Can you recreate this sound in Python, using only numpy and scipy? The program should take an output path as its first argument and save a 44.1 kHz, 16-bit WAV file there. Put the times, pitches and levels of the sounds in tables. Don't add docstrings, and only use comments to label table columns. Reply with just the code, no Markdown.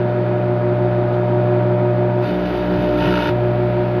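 import sys
import numpy as np
from scipy import signal
from scipy.fft import rfft, irfft
from scipy.io import wavfile
from scipy.ndimage import uniform_filter1d

SR = 44100
rng = np.random.default_rng(int(sys.argv[2]) if len(sys.argv) > 2 else 0)


def pcm_store(signal):
    levels = np.round(np.clip(np.atleast_2d(signal), -1, 1) * 32767)
    wavfile.write(sys.argv[1], SR, levels.astype(np.int16).T)


N = 176400
MAINS_HZ, CREST_S = 59.974, 1.3742
ARC_ON_S, ARC_OFF_S, STRIKE_S, QUENCH_S = 2.207, 3.297, 0.12, 0.0098


def undb(db):
    return 10 ** (np.asarray(db) / 20)


def unit(x):
    return x / np.sqrt(np.mean(x ** 2))


def curve(rows):
    return np.interp(np.arange(N) / SR, *np.array(rows).T)


def swells(t, rows):
    return sum(undb(db) * np.exp(-((t - centre_s) / half_s) ** 2) for centre_s, half_s, db in rows)


def colour(x, points):
    hz, db = np.array(points).T
    size = 2 * N
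    bin_hz = np.arange(N + 1) * SR / size
    gain = undb(np.interp(np.log(bin_hz + 1), np.log(hz), db))
    cepstrum = irfft(np.log(gain))
    cepstrum[1:N] *= 2
    cepstrum[N + 1:] = 0
    return irfft(rfft(x, size) * np.exp(rfft(cepstrum)))[:N]


def resonate(x, rows):
    return x + sum(undb(db) * signal.lfilter(*signal.iirpeak(hz, hz / width_hz, fs=SR), x)
                   for hz, width_hz, db in rows)


def walk(rate_hz):
    hold = int(SR / rate_hz)
    steps = rng.standard_normal(N)[np.arange(N) // hold]
    return unit(uniform_filter1d(uniform_filter1d(steps, hold), hold))


def crackle(spread_db):
    return unit(rng.standard_normal(N) * undb(spread_db * walk(2500)))


# mains_multiple, rest_db, arcing_db
HUM_HARMONICS = [(2, -18.5, -28.5), (3, -54, -27), (4, -42, -54), (5, -42.5, -24), (6, -21.5, -26),
                 (7, -42.5, -33), (8, -38.5, -36.5), (10, -21.5, -23.5), (11, -37, -39), (12, -34, -41),
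                 (15, -46, -43), (17, -47, -44), (19, -48.5, -51.5), (20, -50, -54.5), (21, -60.5, -56),
                 (23, -49.5, -49.5)]
# time_s, gain_db
HUM_LOAD = [(0, -2.5), (.55, -2), (.75, -0.9), (1.1, -2), (1.28, -1), (1.4, 0.5), (2.0, -0.3), (2.25, -2),
            (2.52, -4), (2.75, 0.5), (3.05, 1), (3.3, -2), (3.48, -1), (3.72, -2), (4, -3.5)]
# time_s, level_db
HUM_FUNDAMENTAL = [(0, -43), (.6, -45), (.9, -37.5), (1.55, -47), (2.05, -40), (2.25, -41), (2.4, -33.5),
                   (2.9, -30), (3.15, -30.5), (3.35, -35), (3.68, -34.5), (4, -38)]


def hum(t, cycles):
    odd_lag_cycles = 0.3263
    burning = np.clip((t - ARC_ON_S) / STRIKE_S, 0, 1) * np.clip((ARC_OFF_S - t) / QUENCH_S + 1, 0, 1)
    harmonics = 0
    for k, rest_db, arcing_db in HUM_HARMONICS:
        k = round(k)
        waver_db = 0.16 * walk(7) + 1.24 * burning * walk(14)
        gain = undb(rest_db) * (1 - burning) + undb(arcing_db) * burning
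        harmonics += gain * undb(waver_db) * np.cos(2 * np.pi * k * (cycles - k % 2 * odd_lag_cycles))
    fundamental = undb(curve(HUM_FUNDAMENTAL)) * np.sin(2 * np.pi * cycles)
    return np.sqrt(2) * (harmonics * undb(curve(HUM_LOAD)) + fundamental)


# shaft_multiple, level_db
BLADE_TONES = [(4, -27.5), (5, -40), (8, -30), (12, -37.5), (16, -38.5), (28, -47), (32, -46.5)]
# pitch_hz, level_db
CASING_PANELS = [(943, -39), (1249, -50.5), (1669, -50.5)]
# freq_hz, relative_db
AIR_SPECTRUM = [(25, -82.5), (60, -68), (105, -57), (170, -55.5), (250, -52), (350, -48.5), (450, -57),
                (560, -56), (900, -56.5), (1080, -66), (1420, -63.5), (2000, -71), (2600, -77.5),
                (3600, -84), (4800, -93), (6200, -105), (9500, -113), (12000, -103)]
# centre_hz, width_hz, gain_db
DUCT_MODES = [(2250, 130, -9.5), (2490, 110, -1), (3070, 120, -11), (3620, 260, -7), (4500, 400, -5)]


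def fan(t, cycles):
    shaft_hz, sag_hz, lead_turns, air_db = 45.728, 0.075, 0.018, -26.5
    burnt_s = np.clip(t, ARC_ON_S, ARC_OFF_S) - ARC_ON_S
    turns = lead_turns + shaft_hz * (t - CREST_S) - sag_hz * burnt_s + 0.005 * walk(3)
    blades = sum(undb(db + 1.1 * walk(13)) * np.cos(2 * np.pi * round(k) * turns)
                 for k, db in BLADE_TONES)
    panels = sum(undb(db + 3.2 * walk(12)) * np.cos(2 * np.pi * hz * t + 0.89 * walk(14))
                 for hz, db in CASING_PANELS)
    throb = 1 + 0.16 * np.cos(4 * np.pi * cycles)
    air = colour(rng.standard_normal(N) * throb, AIR_SPECTRUM)
    air = unit(resonate(air, DUCT_MODES))
    return np.sqrt(2) * (blades + panels) + undb(air_db + 0.34 * walk(4.6)) * air


# centre_s, half_length_s, level_db
JUICE_SPITS = [(1.14, 0.018, -54), (2.277, 0.039, -48.5)]
# freq_hz, relative_db
SPIT_SPECTRUM = [(1500, -17), (3000, 2), (4550, 2.5), (5500, -11), (6300, -14), (9500, -20), (12000, -13)]


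def spits(t):
    return swells(t, JUICE_SPITS) * unit(colour(crackle(spread_db=1.5), SPIT_SPECTRUM))


# centre_hz, width_hz, gain_db
CAVITY_MODES = [(1345, 100, 1), (1460, 100, 2), (1794, 29, 0), (1910, 60, 1.5), (2548, 92, 6.5),
                (2870, 45, 2), (3023, 45, 7), (3630, 120, -1.5), (4520, 35, 0.5), (4730, 70, 0),
                (6000, 65, 4)]


def cavity(x, t, t60_s=0.1, walls_db=-8):
    ringing = resonate(x, CAVITY_MODES)
    walls = rng.standard_normal(N) * np.exp(-np.log(1000) * t / t60_s)
    walls /= np.sqrt(np.sum(walls ** 2))
    return ringing + undb(walls_db) * signal.fftconvolve(ringing, walls)[:N]


def snaps(cycles, grit=0.1, decay_s=0.0012, scatter_db=1.4):
    index = np.floor(cycles - np.floor(cycles[0])).astype(int)
    impulses = np.diff(index, prepend=0)
    age_s = (cycles % 1) / MAINS_HZ
    tails = grit * np.exp(-age_s / decay_s) * rng.standard_normal(N)
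    return (tails - impulses) * undb(scatter_db * rng.standard_normal(N)[index])


# time_s, gain_db
ARC_STRENGTH = [(2.15, -27.5), (2.24, -9.5), (2.3, -8), (2.36, -11), (2.48, -8.5), (2.56, -8), (2.68, -11),
                (2.82, -7.5), (2.965, -9.5), (2.988, -2.5), (3.06, -0.5), (3.13, -2), (3.22, 0), (3.29, -2)]


def arc_strength(t, decay_s=0.016):
    return undb(curve(ARC_STRENGTH)) * np.exp(-np.maximum(t - ARC_OFF_S, 0) / decay_s)


# freq_hz, relative_db
SNAP_SPECTRUM = [(400, -17.5), (1050, -9.5), (1400, 5.5), (2100, -10), (2800, -7), (3700, -13.5),
                 (5000, -21), (6500, -33), (9500, -41), (12000, -33)]
# freq_hz, relative_db
FRY_SPECTRUM = [(300, -9.5), (800, -2), (1100, -5.5), (1400, -6.5), (2150, -3.5), (2800, -7), (4100, -12.5),
                (5100, -17.5), (5600, -25), (6400, -30), (9500, -33), (12000, -27)]


def arc(cycles, strength):
    leader_lead_cycles, snap_lead_cycles, fry_lag_cycles = 0.19, 0.085, 0.14
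    ignitions = snaps(cycles + snap_lead_cycles) + undb(-5) * snaps(cycles + leader_lead_cycles)
    buzz = undb(-32.5) * strength ** 1.5 * unit(colour(ignitions, SNAP_SPECTRUM))
    pulsing = 1 + 0.28 * np.cos(2 * np.pi * (cycles - fry_lag_cycles))
    fry = unit(colour(crackle(spread_db=2) * pulsing, FRY_SPECTRUM))
    return buzz + undb(-32) * strength * fry


def singing(strength, pitch_hz=910, width_hz=13):
    gain = undb(-27 + 2 * walk(30)) * strength ** 2
    phase = 2 * np.pi * np.cumsum(pitch_hz + width_hz / 2 * walk(25)) / SR
    return np.sqrt(2) * gain * np.cos(phase)


# centre_s, half_length_s, level_db
FLAME_PUFFS = [(2.266, 0.05, -36), (2.778, 0.082, -24), (3.058, .035, -21.5), (3.295, .02, -27)]
# freq_hz, relative_db
FLAME_SPECTRUM = [(30, -19.5), (85, 0), (160, 8), (260, -10), (600, -16), (1500, -54.5), (4000, -87)]


def flame(t):
    return swells(t, FLAME_PUFFS) * unit(colour(rng.standard_normal(N), FLAME_SPECTRUM))


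# freq_hz, relative_db
SIZZLE_SPECTRUM = [(500, -15), (2400, 3), (4500, -11), (6200, -30), (9500, -34.5), (12000, -24.5)]


def sizzle(t, level_db=-45):
    onset = np.clip((t - ARC_OFF_S) / QUENCH_S, 0, 1)
    return undb(level_db) * onset * unit(colour(crackle(spread_db=1), SIZZLE_SPECTRUM))


def scene():
    t = np.arange(N) / SR
    cycles = MAINS_HZ * (t - CREST_S)
    strength = arc_strength(t)
    oven = hum(t, cycles) + fan(t, cycles)
    grapes = arc(cycles, strength) + spits(t)
    return (oven + singing(strength) + cavity(grapes, t) + flame(t) + sizzle(t))[None]


# freq_hz, gain_db
TREBLE_NOTCH = [(6600, -0.5), (7200, -16), (7700, -30), (8400, -29), (9200, -4.5), (10000, -1)]


def record(dry, cutoff_hz=12850):
    lowpass = signal.ellip(10, 0.2, 80, cutoff_hz, fs=SR, output="sos")
    return signal.sosfilt(lowpass, colour(dry[0], TREBLE_NOTCH))[None]


dry = scene()
out = record(dry)
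pcm_store(out)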